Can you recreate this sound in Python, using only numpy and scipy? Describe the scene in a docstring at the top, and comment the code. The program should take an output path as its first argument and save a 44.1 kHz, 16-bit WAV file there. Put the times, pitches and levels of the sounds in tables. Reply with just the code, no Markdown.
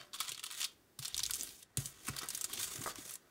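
"""Aluminium foil crackles and snaps as hands fold it round a piece of cardboard and smooth it flat,
on a table close to the microphone in a small room. Creases buckle with sharp snaps over the fine
crackle of tiny wrinkles; a loose flap scrapes and gliding fingers hiss. The hands thump the table,
and the card's edge knocks down twice as the left hand lets go."""
import sys
import numpy as np
from scipy import signal
from scipy.io import wavfile

SR = 44100
rng = np.random.default_rng(int(sys.argv[2]) if len(sys.argv) > 2 else 0)


def wav_record(signal):
    """Record a signal, one row per channel, as 16-bit PCM in the file named by sys.argv[1]."""
    frames = np.transpose(np.atleast_2d(signal))
    bounded = np.clip(frames, -1, 1)
    # unit amplitude maps onto the largest positive 16-bit level
    quanta = np.round(bounded * 32767).astype(np.int16)
    wavfile.write(sys.argv[1], SR, quanta)


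N = 145530

# Levels are relative; gains further down offset them.
# room tone: f/Hz, level/dB
ROOM_TONE = [(20, -22), (55, 0), (130, 0), (250, -1), (600, -7), (1000, -11), (1700, -10.5), (2500, -16.5),
             (6000, -22), (10000, -29.5), (16000, -40)]
# faint ring at the start: f/Hz, level/dB, t60/s
OPENING_MODES = [(590, -67.5, 0.98), (680, -56, 0.13), (1680, -70, 0.76), (1680, -62, 0.19),
                 (2250, -62, 0.15), (3100, -54, 0.16), (4530, -54, 0.14)]

# crackle under the fingers: t/s, treble level/dB, upper-mid level/dB
RUB_LEVELS = [(0, -62.5, -51.5), (0.06, -71, -65.5), (0.12, -100, -80), (0.14, -47.5, -46.5),
              (0.19, -62, -51.5), (0.22, -52, -51), (0.28, -50, -45.5), (0.36, -60, -56),
              (0.42, -72, -65.5), (0.45, -55, -60), (0.485, -61, -55), (0.515, -65, -56),
              (0.55, -53.5, -52.5), (0.6, -40.5, -41.5), (0.645, -46, -49), (0.67, -58.5, -78),
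              (0.76, -77, -93), (0.975, -105, -99), (1.03, -46, -48), (1.13, -59, -51), (1.18, -58, -55),
              (1.28, -51, -53), (1.36, -44.5, -52), (1.44, -49.5, -53.5), (1.51, -59, -54.5),
              (1.6, -56.5, -66), (1.63, -80, -57), (1.66, -80, -100), (1.76, -82, -78), (1.785, -49, -54.5),
              (1.87, -50, -58), (1.94, -66, -64.5), (2.05, -55.5, -59), (2.08, -47, -48.5),
              (2.135, -57.5, -56), (2.225, -54, -46.5), (2.27, -59, -57), (2.32, -54, -50),
              (2.39, -50.5, -51), (2.48, -58, -57), (2.55, -50.5, -46), (2.63, -35.5, -42),
              (2.69, -48.5, -50.5), (2.74, -43.5, -50.5), (2.79, -51, -56.5), (2.875, -40.5, -49),
              (2.915, -52.5, -47.5), (2.945, -64, -67), (2.98, -51.5, -49), (3.03, -52.5, -61.5),
              (3.09, -46, -50), (3.145, -49, -57.5), (3.18, -87, -75), (3.29, -93, -82)]
# low rustle of foil and card: t/s, level/dB
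FLEX_LEVEL = [(0, -56), (0.12, -74.5), (0.14, -88), (0.28, -78), (0.42, -86), (0.45, -82), (0.55, -76),
              (0.645, -86), (0.7, -72), (0.975, -100), (1.03, -69), (1.4, -71), (1.6, -80), (1.76, -69),
              (1.785, -56), (1.95, -68), (2.05, -65.5), (2.14, -55.5), (2.205, -58.5), (2.235, -47.5),
              (2.27, -57.5), (2.48, -66.5), (2.62, -56), (2.83, -57), (2.9, -52.5), (2.945, -61.5),
              (3.1, -56.5), (3.19, -72), (3.29, -71)]
# spectra of the crackle's treble, upper mids and low rustle: f/Hz, level/dB
TREBLE_TONE = [(3000, -27), (5200, -7), (6700, -1.5), (9200, -2.5), (12000, -9), (16000, -9)]
MID_TONE = [(900, -15), (2000, -5.5), (3400, 0), (5200, -3.5), (7000, -8), (12000, -47)]
FLEX_TONE = [(40, -17), (120, 8.5), (300, 0.5), (550, 4.5), (850, -2), (1200, 5), (2000, 4), (3000, -20.5),
             (6000, -24.5)]
# smooth hiss in the crackle, small while folding, large while sliding: t/s, share (0-1)
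HISS_SHARE = [(.5, .25), (.6, .6), (.7, .9), (1, .5), (1.35, .5), (1.5, .85), (2, .8), (2.1, .35),
              (2.48, .4), (2.58, .8), (2.9, .9)]
GRAINS_PER_S, GRAIN_SPREAD_DB, GRAIN_S = 1100, 2, 0.00051
TICKS_PER_S, TICK_SPREAD_DB, TICK_DB = 130, 2, 8  # sharper single wrinkles
FLUTTER_DB, FLUTTER_HZ = 2.56, 66.5  # the fingertips grip and slip
BEND_DB, BEND_HZ, SHAPE_S = 2.1, 150, .04  # foil resonances: depth, width, time in one shape

# creases buckling: t/s, ring f/Hz, ring level/dB, crack level/dB, flap level/dB
CREASES = [(0.1315, 4050, -45, -64, -58), (0.1404, 3320, -44, -53, -45.5), (0.1466, 4400, -49, -51, -58),
           (0.186, 3570, -48, -60, -57), (0.2018, 3380, -34, -35.5, -38.5),
           (0.2079, 4230, -36.5, -55, -40.5), (0.2277, 3380, -48, -52, -59),
           (0.2821, 3450, -39.5, -60, -42.5), (0.2924, 7600, -36.5, -44, -47),
           (0.3185, 2850, -36.5, -44.5, -51), (0.3466, 4100, -44, -61, -56),
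           (0.3771, 2950, -45.5, -70, -51.5), (0.3948, 3040, -42, -58, -53), (0.4305, 3170, -47, -72, -49),
           (0.438, 3030, -38, -41.5, -43.5), (0.458, 3470, -45.5, -56, -59),
           (0.4635, 3300, -42, -46.5, -47.5), (0.502, 2770, -46, -69, -47.5),
           (0.5102, 3400, -45.5, -45.5, -45), (0.5215, 7000, -47, -48, -53),
           (0.5271, 2400, -47.5, -64, -51), (0.6135, 3400, -34.5, -71, -46.5),
           (0.6276, 3260, -36.5, -60, -43.5), (0.6413, 3900, -33, -41, -55),
           (0.6456, 4040, -39.5, -57, -45.5), (0.9881, 3950, -44, -45, -49), (1.024, 4000, -45, -52, -52),
           (1.0485, 3980, -42, -44, -47), (1.0543, 4950, -34.5, -61, -50), (1.081, 10200, -39.5, -42, -57),
           (1.1445, 4140, -33, -46, -53), (1.1665, 9000, -39, -43, -50), (1.1788, 6000, -32.5, -45, -57.5),
           (1.193, 5800, -32, -42.5, -40), (1.203, 4230, -36.5, -51, -79), (1.234, 4870, -33, -38.5, -60),
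           (1.2372, 4600, -32, -37, -64), (1.2549, 4370, -36.5, -60, -62), (1.2632, 6640, -33, -44, -58),
           (1.297, 4400, -45, -66, -39), (1.3089, 4140, -36.5, -33, -49), (1.336, 7160, -32, -54, -68),
           (1.3414, 6500, -42, -37, -61), (1.3482, 7400, -39.5, -57, -64), (1.3558, 9500, -47, -39, -52),
           (1.3967, 6740, -44, -64, -74), (1.4101, 7060, -34.5, -43, -60), (1.423, 7750, -44, -53, -74),
           (1.4333, 9100, -45, -37, -55), (1.4735, 5000, -51, -55, -57), (1.4915, 4200, -48, -60, -66),
           (1.6245, 10000, -52, -56, -74), (1.7714, 10000, -30, -36, -43.5), (1.802, 9500, -47, -47, -66),
           (1.8565, 8700, -36.5, -44, -72), (2.0685, 9100, -61, -43.5, -44),
           (2.0807, 2460, -44, -42, -35.5), (2.0851, 8400, -35, -39, -35.5), (2.128, 8850, -63, -59, -71),
           (2.165, 4600, -42.5, -42.5, -44), (2.18, 3970, -47, -55, -49), (2.1855, 4930, -36.5, -40.5, -49),
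           (2.2172, 5930, -45.5, -48.5, -45.5), (2.2372, 9500, -63, -48, -46), (2.258, 9000, -65, -52, -51),
           (2.2864, 9650, -36.5, -39.5, -65), (2.302, 5700, -38, -40, -48.5), (2.3368, 8300, -58, -48, -73),
           (2.3486, 6300, -35, -37, -72), (2.3751, 9650, -43.5, -39.5, -50),
           (2.4109, 7800, -36, -38.5, -47), (2.4418, 7400, -32.5, -35, -44),
           (2.4967, 8400, -49.5, -51, -45.5), (2.5299, 3300, -40, -53, -51), (2.5338, 9500, -45, -38, -48),
           (2.5747, 3100, -40, -57, -46), (2.5987, 7800, -49, -44, -44), (2.6109, 7160, -49, -49, -51),
           (2.6324, 5040, -40.5, -44, -49), (2.816, 6750, -42.5, -64, -46), (2.9574, 6960, -44.5, -49, -44),
           (3.109, 7200, -54, -43, -49), (3.139, 7860, -60, -43, -66), (3.1555, 9600, -43.5, -44.5, -53.5)]
# spectra of a snap's ring, top-end crack and low flap of the sheet: f/Hz, level/dB
RING_TONE = [(900, -64.5), (2000, -8.5), (3200, -1), (5000, -2), (8500, 0.5), (11000, -11.5), (16000, -22)]
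CRACK_TONE = [(4000, -20.5), (7800, -3.5), (9500, 4.5), (12500, -4.5), (16000, -6)]
FLAP_TONE = [(200, -22.5), (700, -27.5), (1000, -7), (1250, -2.5), (1800, -7), (2600, -9), (5000, -62)]
# a crease rattles long in loose foil, briefly when pressed on the card: t/s, decay/s
RATTLE_DECAY = [(.13, 0.0088), (.3, 0.0038), (.65, 0.0079), (1.04, 0.0087), (1.06, 0.0018), (1.15, 0.0016),
                (1.25, 0.0006), (1.31, 0.0027), (1.41, 0.00042), (1.77, 0.0054), (2.09, 0.0029),
                (2.128, .0006), (2.187, 0.0054), (2.24, 0.00065), (2.3, .005), (2.35, 0.005),
                (2.53, 0.0074), (2.6, 0.00062), (3.15, 0.0018)]
# a taut crease gives way at once, a rolling one gradually: t/s, rise/s
CREASE_RISE = [(.2, .002), (.28, .0003), (.44, .0003), (.465, .002), (.99, .003), (1.049, .001), (1.054, 0),
               (1.49, 0), (1.62, .004), (1.77, .0004), (1.86, .0015), (2.165, .0003), (2.187, .003),
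               (2.286, .0005), (2.303, .003), (2.34, 0), (2.44, .001), (2.58, 0)]
RING_OCTAVES, RING_LIFT_DB = 0.34, 9.5  # peak round each crease's own pitch
REFLECTION_S, REFLECTION_DB = .003, -7  # typical delay and level of a reflection of the pulse
RATTLE_DB, CRACK_DB, FLAP_DB, FLAP_S = -16, 1.5, -5.5, 0.0062
SPREAD_S, SPREAD_DB = 0.0092, -13  # the snap spreads through the whole sheet

# a raised flap scraping: t/s, length/s, level/dB
FLAP_SCRAPES = [(0.13, 0.042, -53), (0.202, 0.01, -38), (0.22, 0.082, -58), (0.427, 0.022, -60),
                (2.08, 0.015, -47), (2.21, 0.053, -51.5)]
# air pocket under the flap: f/Hz, level/dB
POCKET_TONE = [(600, -40), (950, -9.5), (1120, -3.5), (1330, 3.5), (1480, -9.5), (1700, -31), (2600, -45)]
# hands patting the card on the table: t/s, pat level/dB, pat f/Hz, table level/dB
HAND_PATS = [(0.289, -60, 143, -73), (0.317, -49.5, 397, -66.5), (.99, -45, 134, -58),
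             (1.77, -42.5, 288, -65), (1.776, -31.5, 124.5, -42), (1.855, -49.5, 151, -59.5),
             (2.083, -36, 243, -64), (2.092, -39, 121, -45), (2.574, -54, 89, -68), (2.75, -48.5, 315, -64),
             (2.782, -41.5, 123, -64), (2.806, -40.5, 270, -59), (2.984, -42, 289, -64.5)]
PAT_CYCLES = 1.33  # a pat swells over this many cycles, then the flesh damps it
# modes of the table: f/Hz, level/dB, t60/s
TABLE_MODES = [(59, -2, 0.27), (111, 10, 0.067), (136.5, 6, 0.26), (169, -7.5, 0.14), (222, -9, 0.19),
               (268, -4, 0.18), (372, -13.5, 0.12), (407, 3, 0.035)]
# hand pressing along the fold, palm brushing the card: t/s, level/dB
PRESS_LEVEL = [(1.05, -100), (1.15, -57.5), (1.33, -60), (1.6, -79), (2.1, -70), (2.5, -70), (2.6, -61.5),
               (2.75, -73), (3.0, -64), (3.2, -110)]
PALM_LEVEL = [(.98, -70.5), (1.1, -68), (1.3, -65), (1.42, -55.5), (1.52, -64.5), (1.65, -78.5),
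              (2.05, -66.5), (2.2, -66.5), (2.45, -62.5), (2.56, -51), (2.7, -76), (2.78, -52.5),
              (2.95, -61.5), (3.05, -74), (3.2, -69)]
# low rumble of the pressing, dull brush of the palm: f/Hz, level/dB
PRESS_TONE = [(20, -19), (48, 0.5), (70, -2), (130, -7.5), (280, -41), (600, -49), (1500, -83)]
PALM_TONE = [(80, -24), (170, -9.5), (270, 3), (420, -2), (620, -12.5), (1200, -17)]
# the card's edge tapping down: t/s, level/dB
EDGE_KNOCKS = [(1.296, -61), (2.8599, -32), (2.8736, -32)]
# modes of the card: f/Hz, level/dB, t60/s
CARD_MODES = [(437, 1, 0.011), (606, -4.5, 0.039), (665, -7, 0.032), (932, -3.5, 0.025), (1136, -9.5, 0.1),
              (1165, -8, 0.084), (1234, 2, 0.027), (1430, -1, 0.012), (1660, -4, 0.021), (2030, -5.5, 0.02)]
# fingers gliding over flat foil: t/s, length/s, level/dB
STROKES = [(1.31, 0.28, -53), (1.78, 0.16, -54), (1.598, 0.045, -62), (2.3, 0.12, -55)]
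# bright sheen of a stroke: f/Hz, level/dB
STROKE_TONE = [(3000, -26), (7000, -6), (10000, -2), (15000, -6)]

# decay of the small room: f/Hz, t60/s
ROOM_DECAY = [(100, 0.4), (1000, 0.36), (4000, 0.26), (9000, 0.14), (16000, 0.076)]
# resonances of the table and its surroundings: f/Hz, width/Hz, lift/dB
TABLE_RESONANCES = [(751, 32, 6), (1057, 24, 2), (3590, 130, 2.5), (4600, 49, 2.5), (5720, 35, -1),
                    (6100, 57, 2)]
TAIL_DB, EARLY_DB, EARLY_S = -16.5, -10.5, 0.0037
ECHO_LOW_CUT_HZ = 300  # low cut on the echo, keeping the bass dry

TIME = np.arange(N) / SR
BIN_HZ = np.fft.rfftfreq(4096, 1 / SR)


def amp(db):
    """Decibels to gain."""
    return 10 ** (np.asarray(db) / 20)


def unit(x):
    """Scales to rms 1."""
    return x / np.sqrt(np.mean(x ** 2) + 1e-20)


def spectrum(points, hz=BIN_HZ):
    """Interpolates a table on a log-frequency axis."""
    f, value = np.transpose(points)
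    return np.interp(np.log(hz + 1), np.log(f), value)


def level(points, column=1):
    """One dB column of a time curve, as gain per sample."""
    rows = np.array(points)
    return amp(np.interp(TIME, rows[:, 0], rows[:, column]))


def add(mix, s, sound):
    """Adds a sound into the mix at time s."""
    part = mix[max(0, round(s * SR)):][:len(sound)]
    part += sound[:len(part)]


def colour(x, db):
    """Minimum-phase filter with the given dB per bin."""
    log_gain = np.log(amp(np.r_[db, db[-2:0:-1]]))
    taps = np.fft.ifft(np.exp(np.conj(signal.hilbert(log_gain)))).real
    return signal.fftconvolve(x, taps[:len(db)])[:len(x)]


def noise(tone):
    """Steady noise of rms 1 with the given spectrum."""
    return unit(colour(rng.standard_normal(N), spectrum(tone)))


def ring(modes):
    """The dying modes of a struck body, alternating in sign."""
    t = np.arange(SR // 3) / SR
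    return sum(amp(db) * np.exp(-np.log(1000) * t / t60) * np.sin(2 * np.pi * hz * t) * (-1) ** k
               for k, (hz, db, t60) in enumerate(modes))


def background(tone_db=-72.5, rise_s=0.0024):
    """Quiet room tone, with a faint ring dying away at the start."""
    out = amp(tone_db) * noise(ROOM_TONE)
    fading = ring(OPENING_MODES)
    add(out, 0, fading * np.minimum(TIME[:len(fading)] / rise_s, 1))
    return out


def foil_shape():
    """Random resonances of the foil in one of its shapes, in dB per bin."""
    knots = np.arange(0, SR / 2, BEND_HZ)
    return BEND_DB * np.interp(BIN_HZ, knots, rng.standard_normal(len(knots)))


def bending(x):
    """The foil passes from one shape to the next, so its resonances keep shifting."""
    out, hop = np.zeros(N), round(SHAPE_S * SR)
    padded = np.pad(x, (hop, 2 * hop))
    window = np.sin(np.pi * np.arange(2 * hop) / (2 * hop)) ** 2
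    for start in range(0, N + hop, hop):
        part = colour(padded[start:start + 2 * hop] * window, foil_shape())
        add(out, (start - hop) / SR, part[max(0, hop - start):])
    return out


def crackle(treble_db=-0.5, mid_db=-2, flex_db=-1.5):
    """Tiny wrinkles give way under the fingers: ticks while folding, smoother hiss while sliding."""
    wrinkles = amp(GRAIN_SPREAD_DB * np.minimum(rng.exponential(1, N), 5))
    wrinkles *= rng.random(N) < GRAINS_PER_S / SR
    power = signal.lfilter([1], [1, -np.exp(-2 / (GRAIN_S * SR))], wrinkles ** 2)
    smooth = np.interp(TIME, *np.transpose(HISS_SHARE))
    envelope = np.sqrt(smooth + (1 - smooth) * power / power.mean())
    grip = signal.sosfilt(signal.butter(2, FLUTTER_HZ, fs=SR, output="sos"), rng.standard_normal(N))
    envelope *= amp(FLUTTER_DB * unit(grip))
    ticks = 2 * (1 - smooth) * amp(TICK_DB + TICK_SPREAD_DB * np.minimum(rng.exponential(1, N), 3))
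    ticks *= rng.random(N) < TICKS_PER_S / SR
    out = np.zeros(N)
    for tone, db, gain in [(TREBLE_TONE, treble_db, level(RUB_LEVELS)),
                           (MID_TONE, mid_db, level(RUB_LEVELS, column=2)),
                           (FLEX_TONE, flex_db, level(FLEX_LEVEL))]:
        drive = ticks + envelope * rng.standard_normal(N)
        out += amp(db) * gain * unit(colour(drive, spectrum(tone)))
    return bending(out)


def scrapes(fade_s=0.0057):
    """Short slides of the loose flap, heard through the air pocket under it."""
    gate = np.zeros(N)
    for s, length, db in FLAP_SCRAPES:
        gate += amp(db) * np.clip(np.minimum(TIME - s, s + length - TIME) / fade_s, 0, 1)
    return gate * noise(POCKET_TONE)


def snaps():
    """A crease buckles with a pulse and a rattle, and a weaker reflection of the pulse follows; the sheet rings
    and its flap clacks."""
    out = np.zeros(N)
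    t = np.arange(0, .06, 1 / SR)
    attack = t < .005  # the first 5 ms set each part's level
    ring_tone, crack_tone, flap_tone = map(spectrum, (RING_TONE, CRACK_TONE, FLAP_TONE))
    spread, flap = np.exp(-t / SPREAD_S), np.exp(-t / FLAP_S)
    for s, ring_hz, ring_db, crack_db, flap_db in CREASES:
        hiss = rng.standard_normal((5, len(t)))
        rattle = amp(RATTLE_DB) * np.exp(-t / np.interp(s, *np.transpose(RATTLE_DECAY)))
        rise_s = np.interp(s, *np.transpose(CREASE_RISE))
        rise = np.minimum((t + 1 / SR) / (rise_s + 1 / SR), 1)
        pulses = np.zeros(len(t))
        add(pulses, rise_s, np.ones(1))
        add(pulses, rise_s + REFLECTION_S * rng.uniform(0.38, 1.6), amp([REFLECTION_DB]))
        peak = RING_LIFT_DB * np.exp(-.5 * (np.log2((BIN_HZ + 1) / ring_hz) / RING_OCTAVES) ** 2)
        shape = foil_shape()
        for drive, tone, db in [(pulses + hiss[0] * rattle, ring_tone + peak, ring_db),
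                                (pulses + hiss[1] * rattle, crack_tone, crack_db + CRACK_DB),
                                (hiss[2] * spread, ring_tone, ring_db + SPREAD_DB),
                                (hiss[3] * spread, crack_tone, crack_db + SPREAD_DB),
                                (hiss[4] * flap, flap_tone, flap_db + FLAP_DB)]:
            part = colour(drive * rise, tone + shape)
            add(out, s, part * amp(db) / np.std(part[attack]))
    return out


def pats():
    """Damped pats that set the table ringing: tight, dry thuds without room echo."""
    out, t = np.zeros(N), np.arange(SR // 10) / SR
    for s, pat_db, pat_hz, table_db in HAND_PATS:
        progress = t * pat_hz / PAT_CYCLES
        swell = (progress * np.exp(1 - progress)) ** 2
        add(out, s, amp(pat_db) * swell * np.sin(2 * np.pi * pat_hz * t))
        add(out, s, amp(table_db) * ring(TABLE_MODES))
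    return out


def pressing():
    """The hand rumbles along the fold and the palm brushes the card."""
    return level(PRESS_LEVEL) * noise(PRESS_TONE) + level(PALM_LEVEL) * noise(PALM_TONE)


def knocks():
    """The card's edge taps the table and the card rings briefly."""
    out = np.zeros(N)
    for s, db in EDGE_KNOCKS:
        add(out, s, amp(db) * ring(CARD_MODES))
    return out


def glides():
    """Fingers on flat foil: a bright hiss that swells and fades with each smoothing stroke."""
    swell = np.zeros(N)
    for s, length, db in STROKES:
        swell += amp(db) * np.sin(np.pi * np.clip((TIME - s) / length, 0, 1))
    return swell * noise(STROKE_TONE)


def room(direct):
    """At the microphone: direct sound, quick table reflections, then a short tail that dulls."""
    t = np.arange(SR // 2) / SR
    hz, when, frames = signal.stft(rng.standard_normal(len(t)), SR, nperseg=256)
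    decay = np.exp(-np.log(1000) * when / spectrum(ROOM_DECAY, hz)[:, None])
    tail = signal.istft(frames * decay, SR, nperseg=256)[1][:len(t)] * (t > .006)
    early = rng.standard_normal(len(t)) * (rng.random(len(t)) < .04)
    early *= np.exp(-t / EARLY_S) * (t > .002)
    echo = amp(TAIL_DB) * tail / np.linalg.norm(tail) + amp(EARLY_DB) * early / np.linalg.norm(early)
    echo = signal.sosfilt(signal.butter(2, ECHO_LOW_CUT_HZ, "high", fs=SR, output="sos"), echo)
    lift = sum(db / (1 + ((BIN_HZ - hz) / width) ** 2) for hz, width, db in TABLE_RESONANCES)
    return colour(direct + signal.fftconvolve(direct, echo)[:N], lift)


def scene():
    """Foil, card and hands close to one microphone, over faint room tone."""
    ambience = background()
    handling = room(snaps() + crackle() + glides() + scrapes() + pressing() + knocks()) + pats()
    return (amp(-2.0) * handling + ambience)[None]


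def record(dry):
    """The recorder cuts off the highest treble from the microphone."""
    lowpass = signal.firwin(301, cutoff=15800, window=("kaiser", 7), fs=SR)
    return signal.oaconvolve(dry, lowpass[None], "same")


dry = scene()
out = record(dry)
wav_record(out)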